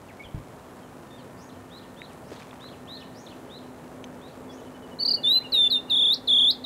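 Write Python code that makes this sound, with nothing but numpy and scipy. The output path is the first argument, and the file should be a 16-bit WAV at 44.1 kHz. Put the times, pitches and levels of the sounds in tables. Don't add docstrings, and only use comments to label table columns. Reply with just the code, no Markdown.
import sys
import numpy as np
from scipy import signal
from scipy.fft import rfft, irfft
from scipy.io import wavfile

SR = 44100
rng = np.random.default_rng(int(sys.argv[2]) if len(sys.argv) > 2 else 0)


def master_out(mix):
    frames = np.transpose(np.atleast_2d(mix))
    ceiling = np.clip(frames, -1, 1)
    pcm = np.round(ceiling * 32767).astype(np.int16)
    wavfile.write(sys.argv[1], SR, pcm)


N = 293265
T = np.arange(N) / SR

# start_s, length_s, start_hz, end_hz, level_db
TRILL_NOTES = [(4.987, .012, 3700, 4450, -37), (4.997, .026, 4480, 4530, -26.3),
               (5.021, .020, 4130, 4670, -22.7), (5.049, .021, 3750, 4800, -20.6),
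               (5.076, 0.023, 3800, 4940, -19.8), (5.104, 0.022, 3820, 4880, -19.2),
               (5.134, .024, 3850, 4750, -20), (5.229, 0.0092, 3570, 4410, -39)]
# start_s, end_s, start_hz, end_hz, glide_s, linger_power, scoop_hz, level_db, swell_db, release_s
SLUR_NOTES = [(5.234, 5.391, 3490, 4075, .080, 2.6, 100, -19.2, 1.5, .012),
              (5.518, 5.681, 4175, 3520, 0.041, 1.1, 900, -18.9, 3.5, .002),
              (5.700, 5.784, 4250, 3600, .027, 1.6, 600, -21, -4.5, .003)]
# start_s, end_s, pitch_hz, level_db, depth_hz, first_crest_s, flick_top_hz
WARBLE_NOTES = [(5.896, 6.151, 3570, -20, 155, .018, 5600), (6.272, 6.519, 3485, -18.2, 170, .006, 5050),
                (6.638, 6.885, 3485, -26.5, 170, .006, 5050)]
OVERTONES_DB = [-38.5, -34.5, -56]
# frequency_hz, gain_db
BEAK_RESPONSE = [(7000, 0.5), (8100, 1.5), (9300, 2), (10400, -1), (11800, 9.5), (12600, 0.5), (14000, -5),
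                 (15800, -2)]
# start_s, length_s, top_hz, level_db, twitter_db
ARCH_NOTES = [(1.696, 0.093, 4150, -51, -55), (1.955, 0.1, 4060, -52.5, -57), (2.591, .093, 4220, -49, -52),
              (2.868, .1, 4220, -43, -46.5), (3.485, 0.097, 4100, -48.5, -57.5),
              (4.197, 0.096, 4040, -56.5, -61)]
# start_s, level_db, twitter_db
SWEEP_NOTES = [(1.372, -57.5, -58.5), (2.240, -64, -56), (3.142, -54.5, -50), (4.491, -58.5, -64)]
# offset_s, pitch_hz, relative_db, buzz_depth_hz
SWEEP_CONTOUR = [(0, 4400, -10, 0), (.025, 5090, -3, 254), (.056, 6050, 0, 520), (.080, 6700, -9, 119),
                 (.108, 6600, -5, -1), (.120, 5180, -7, 0)]
# offset_s, length_s, start_hz, end_hz, relative_db
TWITTER_FLICKS = [(-.005, .017, 4600, 3050, 2.5), (0.012, .028, 3634, 4250, -3.5),
                  (0.035, .02, 4350, 5200, -13), (.041, .014, 2700, 3800, -6.5),
                  (.050, .021, 3500, 2300, -2.5)]
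# start_s, length_s, start_hz, end_hz, level_db
PEEP_NOTES = [(0.085, 0.034, 2910, 1490, -52), (0.194, 0.025, 2180, 2300, -44.5),
              (0.219, .025, 2270, 2490, -52.5), (0.237, .035, 3500, 2900, -50),
              (.822, .038, 3300, 2990, -63), (1.10, .07, 3590, 3630, -56.5), (1.17, 0.045, 3520, 2850, -60),
              (1.182, .055, 4700, 3600, -62), (5.398, .045, 1610, 2790, -55),
              (5.528, 0.017, 2930, 1950, -50.5), (5.56, .026, 2590, 2530, -52),
              (5.63, 0.03, 2400, 1800, -56.5)]
# time_s, level_db
PIP_ENVELOPE = [(4.5, -48.5), (4.6, -61), (4.95, -52.5), (5.3, -38.5), (5.6, -39.5), (6.03, -48.5)]
# start_s, peak_db, ring_hz, width_hz, decay_s
TICK_HITS = [(2.018, -25.5, 2300, 1000, 0.00058), (2.133, -42.5, 8500, 5000, 0.0011),
             (2.315, -30, 414, 250, 0.0073), (2.421, -31.5, 1500, 1500, 0.001),
             (2.510, -37.5, 2500, 1400, .001), (2.530, -34, 1190, 1200, .0012),
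             (2.642, -34, 1490, 1100, 0.00094), (4.041, -31.5, 2930, 1700, 0.0035),
             (4.042, -41.5, 6250, 400, 0.002)]
# time_s, level_db
RUSTLE_ENVELOPE = [(2.27, -60.5), (2.32, -50.5), (2.42, -51), (2.48, -57), (2.62, -57), (2.75, -60.5)]
# start_s, gain_db, decay_s
BUMP_HITS = [(.245, -39, .02), (.343, -23, 0.013), (.370, -31, 0.02)]
# frequency_hz, relative_db
BUMP_MODES = [(48, -1), (103, -1), (142, -1), (205, -10), (315, -12)]
# frequency_hz, relative_db
AIR_SPECTRUM = [(25, -25), (50, -11), (95, -2.5), (150, -1.5), (230, -2.5), (330, -4), (520, -5),
                (1000, -9), (1500, -16), (2500, -26.5), (4800, -36.5), (7200, -30.5), (11000, -33),
                (15500, -38.5)]
# time_s, relative_db
DRONE_ENVELOPE = [(0, -54), (1.5, -59.5), (2.6, -51.5), (3.6, -45), (5.2, -42), (6, -44.5), (6.65, -45)]
# time_s, relative_db
HUM_ENVELOPE = [(0, -60), (.6, -50.5), (1, -46.5), (2.2, -49), (3, -44.5), (4, -44), (6.65, -43)]
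# time_s, level_db
WHINE_ENVELOPE = [(0, -93), (1.35, -64), (2.75, -69.5), (3.0, -60.5), (3.3, -70), (4.5, -74), (5.3, -66),
                  (6.65, -74)]


def flycatcher():
    out = np.zeros(N)
    for start_s, length_s, start_hz, end_hz, db in TRILL_NOTES:
        add(out, start_s, glide(length_s, start_hz, end_hz, db, edge_db=5.5, jitter=.005, bend=.45))
    for start_s, end_s, start_hz, end_hz, glide_s, linger, scoop_hz, db, swell_db, release_s in SLUR_NOTES:
        t, progress = clock(end_s - start_s)
        hz = end_hz + (start_hz - end_hz) * np.exp(-(t / glide_s) ** linger)
        add(out, start_s, long_note(t, hz, db + swell_db * (progress - .5), scoop_hz, release_s))
    for start_s, end_s, *shape in WARBLE_NOTES:
        add(out, start_s, warble(end_s - start_s, *shape))
    return out


def warble(length_s, pitch_hz, db, depth_hz, crest_s, top_hz):
    rate_hz, skew, vibrato_share, tremolo_db_per_hz = 35.7, .23, .86, .008
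    sag_hz_per_s, lift_hz, lift_s, flick_s, hold_s = 700, 1100, .021, .0033, .004
    t, progress = clock(length_s)
    phase = 2 * np.pi * rate_hz * (t - crest_s)
    arch = np.sin(np.pi * np.minimum(progress / vibrato_share, 1)) ** .5
    waver = 1 + .22 * wander(60, size=len(t))
    vibrato_hz = depth_hz * arch * waver * (np.cos(phase) + skew * np.sin(2 * phase))
    to_top_s = np.maximum(t[-1] - hold_s - t, 0)
    hz = pitch_hz - sag_hz_per_s * t + vibrato_hz + lift_hz * np.exp(-to_top_s / lift_s)
    hz = hz + (top_hz - hz) * np.exp(-to_top_s / flick_s)
    return long_note(t, hz, db + tremolo_db_per_hz * vibrato_hz, scoop_hz=1400, release_s=.005)


def long_note(t, hz, db, scoop_hz, release_s):
    scoop_s, attack_db, attack_s, release_db = .0055, 22, .0062, 10
    strain_hz, strain_db_per_hz = 4300, .006
    hz = hz + scoop_hz * np.exp(-t / scoop_s)
    envelope_db = -attack_db * np.exp(-t / attack_s) - release_db * np.exp((t - t[-1]) / release_s)
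    strain_db = strain_db_per_hz * np.maximum(hz - strain_hz, 0)
    return whistle(hz, db + envelope_db - strain_db)


def glide(length_s, start_hz, end_hz, db, edge_db, jitter, bend=1):
    _, progress = clock(length_s)
    hz = start_hz + (end_hz - start_hz) * progress ** bend
    return whistle(hz, db - edge_db * (2 * progress - 1) ** 2, jitter)


def whistle(hz, db, jitter=.0031, edge_s=.0027):
    t = np.arange(len(hz)) / SR
    hz = hz * (1 + jitter * wander(440, size=len(t)))
    phase = 2 * np.pi * np.cumsum(hz) / SR
    tone = np.sin(phase)
    for k, overtone_db in enumerate(OVERTONES_DB, 2):
        beak_db = np.interp(k * hz, *np.transpose(BEAK_RESPONSE))
        tone += undb(overtone_db + beak_db) * np.sin(k * phase) * (k * hz < SR / 2)
    ramp = np.clip(np.minimum(t, t[-1] - t) / edge_s, 0, 1)
    gate = np.sin(np.pi / 2 * ramp) ** 2
    return np.sqrt(2) * undb(db) * gate * tone


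def chirps(buzz_hz=130, overlap_s=.006, jitter=.024):
    hook_share, hook_s, climb_share, attack_db, attack_s = .32, .011, .15, 19, .014
    out = np.zeros(N)
    for start_s, length_s, top_hz, db, twitter_db in ARCH_NOTES:
        t, progress = clock(length_s)
        hz = top_hz * (1 - climb_share * (1 - progress) - hook_share * np.exp(-t / hook_s))
        add(out, start_s, whistle(hz, db - attack_db * np.exp(-t / attack_s), jitter * progress))
        add(out, start_s + length_s - overlap_s, twitter(twitter_db))
    offsets_s, *columns = np.transpose(SWEEP_CONTOUR)
    t, _ = clock(offsets_s[-1])
    pitch_hz, relative_db, depth_hz = (np.interp(t, offsets_s, column) for column in columns)
    hz = pitch_hz + depth_hz * np.cos(2 * np.pi * buzz_hz * t)
    for start_s, db, twitter_db in SWEEP_NOTES:
        add(out, start_s, whistle(hz, db + relative_db, jitter))
        add(out, start_s + t[-1], twitter(twitter_db))
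    return out


def twitter(db, pitch_spread=.04):
    out = np.zeros(SR // 4)
    for offset_s, length_s, start_hz, end_hz, relative_db in TWITTER_FLICKS:
        shift = 1 + pitch_spread * rng.standard_normal()
        flick = glide(length_s, shift * start_hz, shift * end_hz, db + relative_db, edge_db=4, jitter=.035)
        add(out, offset_s, flick)
    return out


def peeps():
    out = np.zeros(N)
    for start_s, length_s, start_hz, end_hz, db in PEEP_NOTES:
        add(out, start_s, glide(length_s, start_hz, end_hz, db, edge_db=5, jitter=.015))
    return out


def pips(first_s=4.508, count=17, length_s=.043, gap_s=.0838, slowing_s=.053):
    pitch_hz, sink_hz, first_lift_hz = 3050, 304, 330
    out, centre_s = np.zeros(N), first_s
    for k, progress in enumerate(np.linspace(0, 1, count)):
        hz = pitch_hz - sink_hz * progress + first_lift_hz * (k == 0)
        fall = .012 + .05 * progress
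        db = np.interp(centre_s, *np.transpose(PIP_ENVELOPE))
        pip = glide(length_s, hz * (1 + fall), hz * (1 - fall), db, edge_db=17, jitter=.003)
        add(out, centre_s - length_s / 2, pip)
        centre_s += gap_s + slowing_s * (k / (count - 2)) ** 4
    return out


def trees(x, twigs_db, wood_db, twigs_t60_s=.17, wood_t60_s=.86):
    t = T[:SR]
    twigs = rng.standard_normal(SR) * (rng.random(SR) < .05) * undb(-60 * t / twigs_t60_s) * (t > .003)
    wood = rng.standard_normal(SR) * undb(-60 * t / wood_t60_s) * (1 - np.exp(-t / .019))
    echo = undb(twigs_db) * twigs / np.linalg.norm(twigs) + undb(wood_db) * wood / np.linalg.norm(wood)
    return x + signal.fftconvolve(x, echo)[:N]


def ticks():
    out, t = np.zeros(N), T[:SR // 2]
    for start_s, peak_db, hz, width_hz, decay_s in TICK_HITS:
        burst = rng.standard_normal(len(t)) * np.exp(-t / decay_s)
        ring = resonate(resonate(burst, hz, width_hz), hz, 2 * width_hz)
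        lowpass = signal.butter(4, min(hz + width_hz, SR / 3), fs=SR, output="sos")
        tick = signal.sosfilt(lowpass, ring)
        add(out, start_s, undb(peak_db) * tick / np.abs(tick).max())
    return out


def rustle(grains_per_s=1500):
    grains = rng.standard_normal(N) * (rng.random(N) < grains_per_s / SR)
    coloured = resonate(resonate(grains, hz=1100, width_hz=2200), hz=1700, width_hz=7000)
    return unit(coloured) * undb(curve(RUSTLE_ENVELOPE))


def bumps(rise_s=.0054):
    out, t = np.zeros(N), T[:SR // 2]
    for start_s, gain_db, decay_s in BUMP_HITS:
        ring = sum(undb(db) * np.sin(2 * np.pi * (hz * t + rng.random())) for hz, db in BUMP_MODES)
        envelope = np.exp(-t / decay_s) * (1 - np.exp(-t / rise_s))
        add(out, start_s, undb(gain_db) * ring * envelope)
    return out


def air(level_db=-46, flicker_db=.46):
    hz, db = np.transpose(AIR_SPECTRUM)
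    bins_hz = np.fft.rfftfreq(N, 1 / SR)
    colour = undb(np.interp(np.log(bins_hz + 1), np.log(hz), db))
    wash = unit(irfft(rfft(rng.standard_normal(N)) * colour, N))
    return wash * undb(level_db + flicker_db * wander(7.2))


def drone(gain_db=-5):
    return band_noise(hz=416, width_hz=400) * undb(curve(DRONE_ENVELOPE) + gain_db)


def machine(hum_hz=254.7, hum_gain_db=-4.5, whine_hz=1810):
    tone = drifting_sine(hum_hz, drift_hz=1.624, rate_hz=6.03)
    hum = unit(tone + .71 * band_noise(hum_hz, width_hz=30))
    whine = drifting_sine(whine_hz, drift_hz=2.3, rate_hz=20)
    whine_db = curve(WHINE_ENVELOPE) + 2 * wander(7.4)
    return hum * undb(curve(HUM_ENVELOPE) + hum_gain_db) + whine * undb(whine_db)


def drifting_sine(hz, drift_hz, rate_hz):
    return np.sqrt(2) * np.sin(2 * np.pi * np.cumsum(hz + drift_hz * wander(rate_hz)) / SR)


def band_noise(hz, width_hz):
    return unit(resonate(resonate(rng.standard_normal(N), hz, width_hz), hz, width_hz))


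def resonate(x, hz, width_hz):
    return signal.lfilter(*signal.iirpeak(hz, hz / width_hz, fs=SR), x)


def wander(rate_hz, size=N):
    bins_hz = np.fft.rfftfreq(size, 1 / SR)
    return unit(irfft(rfft(rng.standard_normal(size)) * np.exp(-(bins_hz / rate_hz) ** 2), size))


def clock(length_s):
    t = np.arange(0, length_s, 1 / SR)
    return t, t / t[-1]


def curve(rows):
    return np.interp(T, *np.transpose(rows))


def add(out, start_s, x):
    i = max(int(start_s * SR), 0)
    out[i:i + len(x)] += x[:max(N - i, 0)]


def undb(db):
    return 10 ** (np.asarray(db) / 20)


def unit(x):
    return x / np.sqrt(np.mean(x ** 2))


def scene():
    singer = trees(flycatcher(), twigs_db=-10.5, wood_db=-30.5)
    others = trees(chirps() + peeps(), twigs_db=-7.5, wood_db=-11.5)
    piper = trees(pips(), twigs_db=-13, wood_db=-14.5)
    return (singer + others + piper + ticks() + rustle() + bumps() + air() + drone() + machine())[None]


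def record(dry, cutoff_hz=15700):
    return signal.sosfilt(signal.ellip(12, .1, 80, cutoff_hz, fs=SR, output="sos"), dry)


dry = scene()
out = record(dry)
master_out(out)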